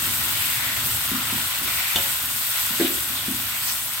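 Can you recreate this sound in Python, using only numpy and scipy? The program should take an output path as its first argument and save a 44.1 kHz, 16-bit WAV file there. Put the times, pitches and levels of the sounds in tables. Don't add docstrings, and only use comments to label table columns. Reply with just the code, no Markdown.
import sys
import numpy as np
from scipy import signal
from scipy.fft import rfft, irfft, next_fast_len
from scipy.io import wavfile
from scipy.ndimage import uniform_filter1d, map_coordinates

SR = 44100
rng = np.random.default_rng(int(sys.argv[2]) if len(sys.argv) > 2 else 0)


def transcribe(signal):
    frames = np.atleast_2d(signal).T
    limited = np.clip(frames, -1, 1)
    pcm = np.round(limited * 32767).astype(np.int16)
    wavfile.write(sys.argv[1], SR, pcm)


N = 176400


def amp(db):
    return 10 ** (np.asarray(db) / 20)


def unit(x):
    return x / np.sqrt(np.mean(x ** 2) + 1e-20)


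def along(points, hz):
    pitches, values = np.transpose(points)
    return np.interp(np.log(hz + 1), np.log(pitches + 1), values)


def curve(rows):
    return np.interp(np.arange(N) / SR, *np.transpose(rows))


def wobble(rate):
    points = rng.standard_normal(int(N * rate / SR) + 4)
    return map_coordinates(points, [np.arange(N) * rate / SR])


def filtered(x, response):
    size = 2 * next_fast_len(N * 3 // 4)
    gain = np.maximum(response(np.fft.rfftfreq(size, 1 / SR)), 1e-6)
    cepstrum = irfft(np.log(gain), size)
    cepstrum[..., 1:size // 2] *= 2
    cepstrum[..., size // 2 + 1:] = 0
    return irfft(rfft(x, size) * np.exp(rfft(cepstrum)), size)[..., :N]


def band(hz, centre_hz, octaves):
    return np.exp(-.5 * (np.log2(hz / centre_hz) / octaves) ** 2)


def bursts(rate, scatter_db):
    size = amp(scatter_db * np.clip(rng.standard_normal((2, N)), -2, 2))
    sign = rng.choice([-1, 1], (2, N))
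    return unit(size * sign * (rng.random((2, N)) < rate / SR))


# (pitch [Hz], likeness [1 = the same])
EAR_LIKENESS = [(100, 1), (250, .9), (450, 0.44), (800, 0.93), (1400, 0.18), (2800, 0), (5500, -0.07),
                (8500, .5), (14000, 0.67), (15600, .92)]
# (pitch [Hz], left minus right [dB])
EAR_BALANCE = [(60, -2.5), (110, 0.5), (200, -1), (380, -1), (700, 3.5), (1290, 2.5), (2380, 3.5),
               (4400, 1.0), (8120, -0.5), (15000, 2)]
def spread(pair, tone):
    def mid_and_side(hz):
        angle = np.arccos(np.clip(along(EAR_LIKENESS, hz), -.99, .99)) / 2
        return amp(along(tone, hz)) * np.array([np.cos(angle), np.sin(angle)])
    mid, side = filtered(pair, mid_and_side)
    ears = np.array([mid + side, mid - side])
    return unit(filtered(ears, lambda hz: amp(np.outer([.5, -.5], along(EAR_BALANCE, hz)))))


# (pitch [Hz], time to fade by 60 dB [s])
ECHO_TIMES = [(100, 0.32), (400, 0.5), (3000, 0.43), (12000, 0.067)]
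def kitchen(x, echo_db):
    hz, t, noise = signal.stft(rng.standard_normal((2, SR // 2)), SR, nperseg=256)
    angle = np.arccos(np.clip(along(EAR_LIKENESS, hz), -1, 1))[:, None] / 2
    fading = noise * amp(-60 * t / along(ECHO_TIMES, hz)[:, None])
    mid, side = signal.istft(fading * np.array([np.cos(angle), np.sin(angle)]), SR, nperseg=256)[1]
    tail = np.pad([mid + side, mid - side], ((0, 0), (200, 0)))
    echo = signal.fftconvolve(np.atleast_2d(x), tail / np.linalg.norm(tail[0]), axes=1)
    return x + amp(echo_db) * echo[:, :x.shape[-1]]


def add(track, s, sound):
    part = track[..., round(s * SR):][..., :sound.shape[-1]]
    part += sound[..., :part.shape[-1]]


# (pitch [Hz], relative level [dB])
STEAM_TONE = [(2500, -34), (4500, -2), (6200, -4), (7400, 0), (7800, 6), (9200, 3), (10400, -1.5),
              (11300, 1), (12300, 6.5), (14000, 5), (15500, 2)]
def steam(flicker_db=1.7):
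    fizz = spread(bursts(rate=16000, scatter_db=3.5), STEAM_TONE)
    spectrum = signal.stft(fizz, nperseg=256)[2]
    flicker = rng.standard_normal(spectrum.shape[1:])
    flicker = uniform_filter1d(flicker, size=7, axis=0)
    flicker = uniform_filter1d(flicker, size=9, axis=1)
    return unit(signal.istft(spectrum * amp(flicker_db * unit(flicker)), nperseg=256)[1][:, :N])


# (pitch [Hz], relative level [dB])
OIL_TONE = [(600, -27), (1500, 0), (4000, -15), (9000, -2), (13000, -3)]
def oil():
    return kitchen(spread(bursts(rate=300, scatter_db=4.3), OIL_TONE), echo_db=-19)


# (time [s], relative level [dB])
SIZZLE_LEVELS = [(0, -30.5), (.25, -29.8), (.52, -29.9), (.68, -33), (.9, -29.9), (1.16, -32.7),
                 (1.27, -32.8), (1.4, -30.9), (1.54, -33.8), (1.66, -31), (1.92, -31.2), (2.1, -30.1),
                 (2.25, -32.3), (2.4, -29.9), (2.78, -30.2), (3.02, -31.8), (3.24, -33.6), (3.42, -32.2),
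                 (3.52, -33.7), (3.69, -30.7), (3.87, -33.9), (4, -33.8)]
def sizzle(steam_db=6.5, oil_db=-3.5, wobble_db=.6):
    level = amp(curve(SIZZLE_LEVELS) + wobble_db * wobble(45))
    return level * (amp(steam_db) * steam() + amp(oil_db) * oil())


def bubbles(count=3000, centre_hz=1900, octaves=.77, fade_cycles=1.74):
    t = np.arange(400) / SR
    pitch = np.clip(rng.standard_normal((count, 1)), -2, 2)
    cycles = centre_hz * 2 ** (octaves * pitch) * t
    pops = np.sin(2 * np.pi * cycles) * np.exp(-cycles / fade_cycles)
    positions = rng.integers(0, N, (count, 1)) + np.arange(len(t))
    return unit(np.bincount(positions.ravel(), pops.ravel(), N)[:N])


# (pitch [Hz], width [Hz], boost [dB])
HOLLOW_PEAKS = [(1022, 40, 3), (1318, 40, 3.5), (1496, 50, 3), (1915, 50, 3), (2711, 90, 2), (2886, 50, 2),
                (3461, 110, 3)]
def hollow(hz):
    return amp(sum(db / (1 + (2 * (hz - centre) / width) ** 2) for centre, width, db in HOLLOW_PEAKS))


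# (time [s], relative level [dB])
SAUCE_LEVELS = [(0, -30.5), (.3, -31), (.45, -30.5), (.8, -30.5), (.88, -31.5), (1.05, -31.5), (1.55, -31),
                (1.9, -30.5), (2.08, -30.5), (2.26, -33), (2.55, -32), (2.7, -31), (3.05, -33), (3.62, -33),
                (3.85, -35.5), (4, -33)]
# (pitch [Hz], relative level [dB])
SAUCE_TONE = [(30, -50), (250, -20), (400, -24.5), (480, -22), (570, -8.5), (800, -9.5), (1030, -3.5),
              (1200, -4.5), (1450, 0.5), (1680, -3), (1900, 0), (2080, -0.5), (2300, 0), (3200, 2.5),
              (3480, 2.5), (3700, 3), (4800, -3), (7000, -8), (12000, -41.5)]
def sauce(gain_db=2.5, wobble_db=.64):
    pops = amp(-11) * np.array([bubbles(), bubbles()])
    simmer = spread(pops + bursts(rate=7000, scatter_db=3.5), SAUCE_TONE)
    level = amp(curve(SAUCE_LEVELS) + gain_db + wobble_db * wobble(16))
    return level * unit(filtered(simmer, hollow))


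# (time [s], relative level [dB])
BURNER_LEVELS = [(0, -38.5), (.3, -42.5), (.7, -44.5), (.9, -38.5), (1.06, -44), (1.42, -39.5),
                 (1.53, -51.5), (1.66, -38), (1.89, -52.5), (1.99, -44), (2.14, -46), (2.37, -47.5),
                 (2.53, -51), (2.75, -47), (3.1, -47), (3.32, -43.5), (3.55, -47.5), (3.7, -46), (4, -52)]
# (pitch [Hz], relative level [dB])
BURNER_TONE = [(20, -32), (45, -22.5), (62, -1.5), (90, -1.5), (140, -1), (170, -12), (260, -6.5),
               (330, -14.5), (450, -19), (900, -45)]
def burner(gain_db=1, hum_hz=110.2, hum_db=-51.5):
    level_db = curve(BURNER_LEVELS)
    rumble = amp(level_db + gain_db) * spread(rng.standard_normal((2, N)), BURNER_TONE)
    hum = np.sin(2 * np.pi * hum_hz * np.arange(N) / SR + .29 * wobble(2.46))
    return rumble + amp(hum_db + level_db - level_db.mean()) * unit(hum)


def ring(notes, t, weight):
    return sum(weight(hz) * amp(db + rng.normal(0, 1) - 60 * t / fade_s) * np.sin(2 * np.pi * hz * t)
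               for hz, db, fade_s in notes)


# (pitch [Hz], relative level [dB], time to fade by 60 dB [s])
WOK_NOTES = [(91, -8, .25), (205, -3.5, .2), (234, -1, .16), (262, -1.5, .26), (314, 0, .17), (335, 1, .17),
             (357, -4, .14), (379, -1, .16), (551, -10, .24), (584, -11, .14), (635, -13, .18),
             (700, -7, .3), (890, -17, .15), (1335, -18, .2), (1490, -18, .2)]
# (time [s], relative level [dB], centre pitch [Hz])
FOOD_BUMPS = [(0.071, -34, 248), (0.199, -45, 247), (0.862, -38, 246), (1.116, -24.5, 240),
              (1.326, -24.5, 233), (1.617, -36, 244), (2.246, -48, 235), (2.705, -31, 215),
              (2.7984, -18, 430), (2.81, -16, 340), (3.101, -36, 234), (3.282, -22, 232), (3.422, -42, 235)]
def bumps(floor_db=-20.5, rise_s=.0033):
    out, t = np.zeros((2, N)), np.arange(SR * 3 // 4) / SR
    for s, db, centre_hz in FOOD_BUMPS:
        octaves = .28 * centre_hz / 250
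        thud = ring(WOK_NOTES, t, lambda hz: band(hz, centre_hz, octaves) + amp(floor_db))
        rise = 1 - np.exp(-t / rise_s)
        add(out, s, kitchen(amp(db) * thud * rise, echo_db=-10))
    return out


# (time [s], length [s], relative level [dB], start pitch [Hz], end pitch [Hz])
STROKES = [(0.238, 0.37, -30.5, 3400, 2370), (0.457, 0.39, -33, 2260, 1850), (1.0, 0.37, -35, 1280, 1410),
           (1.592, 0.55, -32.5, 2480, 2300), (1.64, 0.3, -39, 5000, 5000), (2.356, 0.49, -38, 3500, 3450),
           (2.796, 0.025, -27, 1500, 2300), (2.796, 0.105, -29, 3600, 2900), (3.14, .07, -30.5, 3500, 3400),
           (3.493, 0.14, -35, 2210, 2600), (3.59, 0.098, -33, 4600, 4900), (3.66, 0.079, -27.5, 5800, 5900)]
# (pitch [Hz], relative level [dB])
SCRAPE_TONE = [(20, -66), (300, -23), (1000, 2), (2300, 5), (3100, 0.5), (3480, 3), (3900, 4.5),
               (5200, -0.5), (8000, -11), (15000, -4.5)]
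def scrapes(octaves=.24, floor_db=-10, judder_db=1.5):
    out, t = np.zeros((2, N)), np.arange(N) / SR
    catches = spread(bursts(rate=4000, scatter_db=3.5), SCRAPE_TONE)
    for s, length, db, start_hz, end_hz in STROKES:
        shifted = np.roll(catches, rng.integers(N), axis=1)
        hz, times, spectrum = signal.stft(shifted, SR, nperseg=512)
        glide_hz = np.interp(times, [s, s + length], [start_hz, end_hz])
        peak = band(hz[:, None] + 1, glide_hz, octaves) + amp(floor_db)
        rasp = unit(signal.istft(spectrum * peak, nperseg=512)[1][:, :N])
        swell = np.sin(np.pi * np.clip((t - s) / length, 0, 1))
        out += amp(db) * swell * rasp
    return kitchen(out * amp(judder_db * wobble(45)), echo_db=-10)


# (time [s], relative level [dB], centre pitch [Hz])
EDGE_TICKS = [(0.447, -38, 9000), (1.3, -24.5, 1270), (1.9595, -27.5, 910), (2.235, -32, 1550)]
def ticks(fade_s=.0058, octaves=1):
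    out, t = np.zeros((2, N)), np.arange(N) / SR
    for s, db, centre_hz in EDGE_TICKS:
        noise = filtered(rng.standard_normal(N), lambda hz: band(hz + 1, centre_hz, octaves) + .016)
        tick = amp(db) * unit(noise) * np.exp(-t / fade_s)
        add(out, s, kitchen(tick[:SR // 2], echo_db=-4.5))
    return out


# (pitch [Hz], relative level [dB], time to fade by 60 dB [s])
SPATULA_NOTES = [(2890, -6, .05), (2950, -10, .16), (3170, -10, .16), (3290, -10, .1), (3480, -4, .05),
                 (3540, 3, .028), (3630, -13, .13), (4307, -12, .04), (5500, -14, .025), (8050, -9, .04),
                 (12400, -5, .015)]
# (pitch [Hz], boost [dB])
TAP_TONE = [(90, 0.5), (200, -4), (340, -16.5), (560, -1), (700, -1), (890, 10), (1500, 7)]
# (time [s], relative level [dB])
STEEL_TAPS = [(1.9588, -13), (2.3156, -34), (3.1901, -29), (3.695, -43)]
def clinks(wok_db=-12, crack_db=-4, crack_s=.0049, rise_s=.001, lean_left_db=.5):
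    out, t = np.zeros((2, N)), np.arange(SR * 3 // 4) / SR
    for s, db in STEEL_TAPS:
        crack = amp(crack_db) * np.exp(-t / crack_s) * rng.standard_normal(len(t))
        wok = ring(WOK_NOTES, t, lambda hz: amp(wok_db + along(TAP_TONE, hz)))
        blade = ring(SPATULA_NOTES, t, np.ones_like)
        hit = (blade + crack + wok) * (1 - np.exp(-t / rise_s))
        add(out, s, kitchen(amp(db) * hit, echo_db=-7.5))
    return out * amp(lean_left_db * np.array([[.5], [-.5]]))


def scene():
    return sizzle() + sauce() + burner() + bumps() + scrapes() + ticks() + clinks()


def record(dry, top_hz=15850):
    size = next_fast_len(N + SR // 2)
    kept = np.fft.rfftfreq(size, 1 / SR) < top_hz
    return irfft(rfft(dry, size) * kept, size)[:, :N]


dry = scene()
out = record(dry)
transcribe(out)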